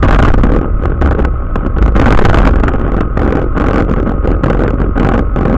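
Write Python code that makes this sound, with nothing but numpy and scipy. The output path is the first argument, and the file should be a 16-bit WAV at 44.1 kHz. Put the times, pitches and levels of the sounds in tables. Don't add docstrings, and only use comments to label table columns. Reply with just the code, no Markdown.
import sys
import numpy as np
from scipy import signal
from scipy.fft import rfft, irfft, next_fast_len
from scipy.io import wavfile
from scipy.ndimage import map_coordinates

SR = 44100
rng = np.random.default_rng(int(sys.argv[2]) if len(sys.argv) > 2 else 0)


def bounce(signal):
    frames = np.transpose(np.atleast_2d(signal))
    limited = np.clip(frames, -1, 1)
    pcm = np.round(limited * 32767).astype(np.int16)
    wavfile.write(sys.argv[1], SR, pcm)


N = 245617

# (time [s], level [dB])
DRONE_LEVEL = [(0, -13.5), (0.9, -20), (1.7, -21.5), (2.4, -15), (3.1, -18), (3.6, -17), (5.57, -15.5)]
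# (multiple of crankshaft speed [1], relative level [dB])
ENGINE_ORDERS = [(1, -20.5), (1.5, -24), (2, 4), (3, -8), (4, -7.5), (5, -18.5), (6, -22.5)]
# (multiple of crankshaft speed [1], level [dB])
GEAR_WHINES = [(49.3, -43), (56.45, -37), (58.2, -45)]
# (frequency [Hz], relative gain [dB])
MACHINE_COLOUR = [(20, -12.5), (60, -8), (92, -16.5), (150, -20), (350, -23.5), (430, -44), (560, -23),
                  (950, -59), (1300, -100), (2500, -130)]
# (frequency [Hz], relative gain [dB])
GEARBOX_COLOUR = [(750, -38), (980, -20), (1090, -4), (1175, -11), (1280, 1), (1410, -9), (1490, -8),
                  (1680, -28), (2000, -23), (3200, -39), (3900, -65), (5600, -63), (7200, -51),
                  (9500, -100)]

# (time [s], fundamental level [dB], overtone level [dB])
LUG_LEVELS = [(0, -13.5, -20), (0.27, -6.5, -19.5), (0.65, -20.5, -26), (1.1, -20, -12),
              (1.32, -17.5, -22.5), (1.74, -16, -25.5), (1.81, -17.5, -2), (1.92, -18, -12.5),
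              (2.15, -18.5, -4.5), (2.6, -21, -11.5), (3.2, -50, -52)]
# (multiple of lug rate [1], relative level [dB])
LUG_OVERTONES = [(2, -0.5), (3, -12), (4, -16.0)]
# (time [s], level [dB])
HEAVE_LEVEL = [(0, -15.5), (0.22, -8), (0.5, -15.5), (0.8, -22), (1.6, -27.5), (2.15, -7), (2.25, 3),
               (2.38, -9.5), (2.7, -20.5), (5.57, -26)]
# (frequency [Hz], relative gain [dB])
HEAVE_COLOUR = [(3, -17), (8, -2.0), (17, -5.5), (30, -9.5), (60, -30.5), (200, -130)]
# (frequency [Hz], relative gain [dB])
BOOM_COLOUR = [(30, -27.5), (55, -4.5), (66, 3.5), (85, -8.5), (115, -5), (150, -18),
               (250, -52), (600, -130)]

# (start [s], length [s], thud level [dB], clank level [dB])
SHAKING_BOUTS = [(0.029, 0.31, -12, -15), (0.386, 0.19, -11, -22.5), (0.58, 0.062, -14, -25),
                 (0.806, 0.14, -20, -31), (1.017, 0.11, -13.5, -20.5), (1.15, 0.1, -17, -27),
                 (1.556, 0.098, -19.5, -31), (1.772, 0.11, -14.5, -23), (1.96, 0.1, -11, -17),
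                 (2.064, 0.43, -9, -14.5), (2.526, 0.51, -16, -24.5), (3.169, 0.25, -12, -21),
                 (3.564, 0.25, -11, -18), (3.886, 0.108, -12, -22.5), (4.065, 0.058, -13, -22.5),
                 (4.245, 0.1, -13, -24.5), (4.438, 0.27, -11.5, -21), (4.791, 0.058, -14, -24.5),
                 (4.97, 0.2, -9, -17), (5.359, 0.36, -11, -22)]
# (share of the turn [1], relative level [dB])
STRIKE_PLACES = [(0.06, 0.5), (0.47, 3), (0.71, -3), (0.93, -5)]
# (frequency [Hz], gain [dB])
THUD_RESPONSE = [(30, -24.5), (90, -1.5), (170, -1.5), (280, 0.5), (400, -3.5), (520, -5), (650, -19),
                 (900, -22.5), (1500, -56), (5000, -130)]
# (frequency [Hz], gain [dB])
CLANK_RESPONSE = [(350, -37), (620, 1), (730, -4), (795, 4), (880, -6.5), (1000, -3.5), (1120, 0.5),
                  (1300, -1.5), (1500, -1), (1750, -12.5), (2200, -18.5), (3000, -24.5), (3700, -33),
                  (6000, -130)]
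# (time [s], relative level [dB])
HARDEST_KNOCKS = [(0.037, -7), (0.083, -7), (0.126, -5), (0.144, -4), (0.189, -4.5), (0.232, -7),
                  (0.279, -7.5), (0.434, -4.5), (0.534, -11), (0.854, -11), (1.012, -11.5), (1.072, -11),
                  (1.19, -11), (1.248, -9.5), (1.556, -9), (1.662, -12.5), (1.822, -8), (1.962, -5),
                  (1.997, -5), (2.064, -6.5), (2.079, -3), (2.122, -3.5), (2.187, -3.5), (2.25, -0.5),
                  (2.294, -0.5), (2.343, -4.5), (2.385, -2.5), (2.451, -7), (2.473, -5), (2.634, -6),
                  (2.68, -4.5), (2.864, -15), (3.006, -8.5), (3.172, -9.5), (3.683, -10.5), (3.772, -10.5),
                  (4.44, -11), (5.191, -11), (5.452, -10.5)]

# (frequency [Hz], gain [dB])
MIC_RESPONSE = [(3000, 0), (4500, -3), (7000, -3), (8200, -10), (9500, -21), (12000, -20), (15500, -12)]
# (frequency [Hz], relative gain [dB])
CLIP_NOISE_COLOUR = [(600, -25.5), (1800, -5.5), (3000, 3), (4200, 8.5), (5800, 3.5), (7200, 6.5),
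                     (8300, -9.5), (9500, -52), (15000, -41.5)]

TURNS_PER_S = 22.1
LUG_RATE, COAST_S = 49, 3.1
BOUT_ATTACK_S, BOUT_SAG_DB_PER_S, THUD_RELEASE_S, CLANK_RELEASE_S = 0.016, 3, 0.057, 0.016
REST_THUD_DB, REST_CLANK_DB = -30, -39.5
SCATTER_S, ROLLING_SCATTER_S = 0.001, 0.004
TOP_HZ = 16000


def amp(db):
    return 10 ** (np.asarray(db) / 20)


def unit(x):
    return x / np.sqrt(np.mean(x ** 2) + 1e-20)


def curves(rows):
    times, *columns = np.transpose(rows)
    return [np.interp(np.arange(N) / SR, times, column) for column in columns]


def wobble(rate):
    knots = rng.standard_normal(int(N * rate / SR) + 4)
    return map_coordinates(knots, [np.arange(N) * rate / SR])


def coloured(x, points):
    m = 2 * next_fast_len(N // 2 + SR // 4)
    hz, db = np.transpose(points)
    gain = amp(np.interp(np.log(np.fft.rfftfreq(m, 1 / SR) + 1), np.log(hz), db))
    cepstrum = irfft(np.log(gain), m)
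    cepstrum[1:m // 2] *= 2
    cepstrum[m // 2 + 1:] = 0
    response = np.exp(rfft(cepstrum))
    return irfft(rfft(x, m) * response, m)[:N]


def noise(points):
    return unit(coloured(rng.standard_normal(N), points))


def engine(turns):
    drone = np.zeros(N)
    for order, db in ENGINE_ORDERS:
        phase = 2 * np.pi * (order * turns + rng.random()) + 0.39 * wobble(9)
        drone += amp(db + 1.3 * wobble(9)) * np.sin(phase)
    drone_db, = curves(DRONE_LEVEL)

    machine = amp(-22.5) * noise(MACHINE_COLOUR)
    gearbox = amp(-34.5 + 0.71 * wobble(4.9)) * noise(GEARBOX_COLOUR)
    firing = 1 + 0.23 * np.cos(2 * np.pi * 2 * turns)

    whine = np.zeros(N)
    for ratio, db in GEAR_WHINES:
        phase = 2 * np.pi * ratio * turns + 0.6 * wobble(20)
        whine += amp(db + 2.5 * wobble(7)) * np.sin(phase)
    return amp(drone_db) * drone + firing * (machine + gearbox) + np.sqrt(2) * whine


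def pace(t):
    return np.exp(-t / COAST_S)


def tyres():
    rate = LUG_RATE * pace(np.arange(N) / SR)
    phase = 2 * np.pi * (np.cumsum(rate) / SR + rng.random())
    first_db, overtone_db = curves(LUG_LEVELS)
    first = amp(first_db + 1.7 * wobble(14)) * np.sin(phase)
    overtones = np.zeros(N)
    for k, db in LUG_OVERTONES:
        overtones += amp(db + 3.25 * wobble(14)) * np.sin(k * phase + 0.41 * wobble(14))
    drum = np.sqrt(2) * (first + amp(overtone_db) * overtones)

    heave_db, = curves(HEAVE_LEVEL)
    heave = amp(heave_db) * noise(HEAVE_COLOUR)
    boom = amp(0.55 * heave_db - 9.5) * noise(BOOM_COLOUR)
    return drum + heave + boom


def contacts(times, sizes, sway, chatter_s, chatter):
    t = np.arange(SR // 12) / SR
    force = np.zeros(N + len(t))
    for time, size in zip(times, sizes):
        start = int(np.clip(time * SR, 0, N - 1))
        burst = rng.standard_normal(len(t)) * np.sqrt(t) * np.exp(-t / chatter_s)
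        burst *= chatter / np.linalg.norm(burst)
        burst[0] += np.sign(sway[start])
        force[start:][:len(t)] += size * burst
    return force[:N]


def shaking(levels_db, rest_db, release_s):
    t = np.arange(N) / SR
    gain = np.full(N, amp(rest_db))
    for (start, length, *_), level_db in zip(SHAKING_BOUTS, levels_db):
        age = t - start
        rise = np.clip(1 + age / BOUT_ATTACK_S, 0, 1)
        sag_db = BOUT_SAG_DB_PER_S * np.clip(age, 0, length)
        fall = np.exp(-np.maximum(age - length, 0) / release_s)
        gain = np.maximum(gain, amp(level_db - sag_db) * rise * fall)
    return gain


def rattle(sway):
    share, place_db = np.transpose(STRIKE_PLACES)
    turn = np.arange(int(TURNS_PER_S * N / SR))[:, None]
    beats = (turn + share).ravel() / TURNS_PER_S
    chance = rng.standard_normal((len(beats), 3))
    scatter_s = SCATTER_S + ROLLING_SCATTER_S * pace(beats)
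    times = beats + scatter_s * chance[:, 0]
    sizes = amp(np.resize(place_db, len(beats)) + 2.03 * chance[:, 1])
    times = np.append(times, times + 0.005 + 0.002 * chance[:, 2])
    sizes = np.append(sizes, amp(-8.5) * sizes)

    thud_force = contacts(times, sizes, sway, chatter_s=0.0035, chatter=0.77)
    clank_force = contacts(times, sizes, sway, chatter_s=0.0019, chatter=2.7)
    thud = unit(coloured(thud_force, THUD_RESPONSE))
    clank = unit(coloured(clank_force, CLANK_RESPONSE))
    _, _, thud_db, clank_db = np.transpose(SHAKING_BOUTS)
    thud_gain = shaking(thud_db, REST_THUD_DB, THUD_RELEASE_S)
    clank_gain = shaking(clank_db, REST_CLANK_DB, CLANK_RELEASE_S)
    return thud_gain * thud + clank_gain * clank


def knocks(sway):
    times, db = np.transpose(HARDEST_KNOCKS)
    thud = contacts(times + 0.001187, amp(db + 44), sway, chatter_s=0.002, chatter=0.55)
    strike = contacts(times, amp(1.39 * db + 21.5), sway, chatter_s=0.0021, chatter=6.98)
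    grind = contacts(times + 0.001987, amp(1.8 * db + 12), sway, chatter_s=0.0042, chatter=8.5)
    return coloured(thud, THUD_RESPONSE) + coloured(strike + grind, CLANK_RESPONSE)


def overload(x):
    ceiling = 0.7
    clipped = np.clip(x, -ceiling, ceiling)
    highpass = signal.butter(8, 5000, "highpass", fs=SR, output="sos")
    treble = signal.sosfilt(highpass, clipped)
    window = signal.windows.hann(round(0.0039 * SR))
    power = signal.fftconvolve(treble ** 2, window / window.sum(), "same")
    strength = np.sqrt(np.abs(power))
    bursts = amp(1.0) * strength * noise(CLIP_NOISE_COLOUR)
    return np.clip(coloured(clipped, MIC_RESPONSE) + bursts, -ceiling, ceiling)


def scene():
    turns = TURNS_PER_S * np.arange(N) / SR
    sway = engine(turns) + tyres()
    return (sway + rattle(sway) + knocks(sway))[None]


def record(dry):
    edges = signal.windows.tukey(N, 0.001)
    m = next_fast_len(N + SR // 2)
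    spectrum = rfft(edges * overload(dry[0]), m)
    passband = np.fft.rfftfreq(m, 1 / SR) < TOP_HZ
    return irfft(spectrum * passband, m)[None, :N]


dry = scene()
out = record(dry)
bounce(out)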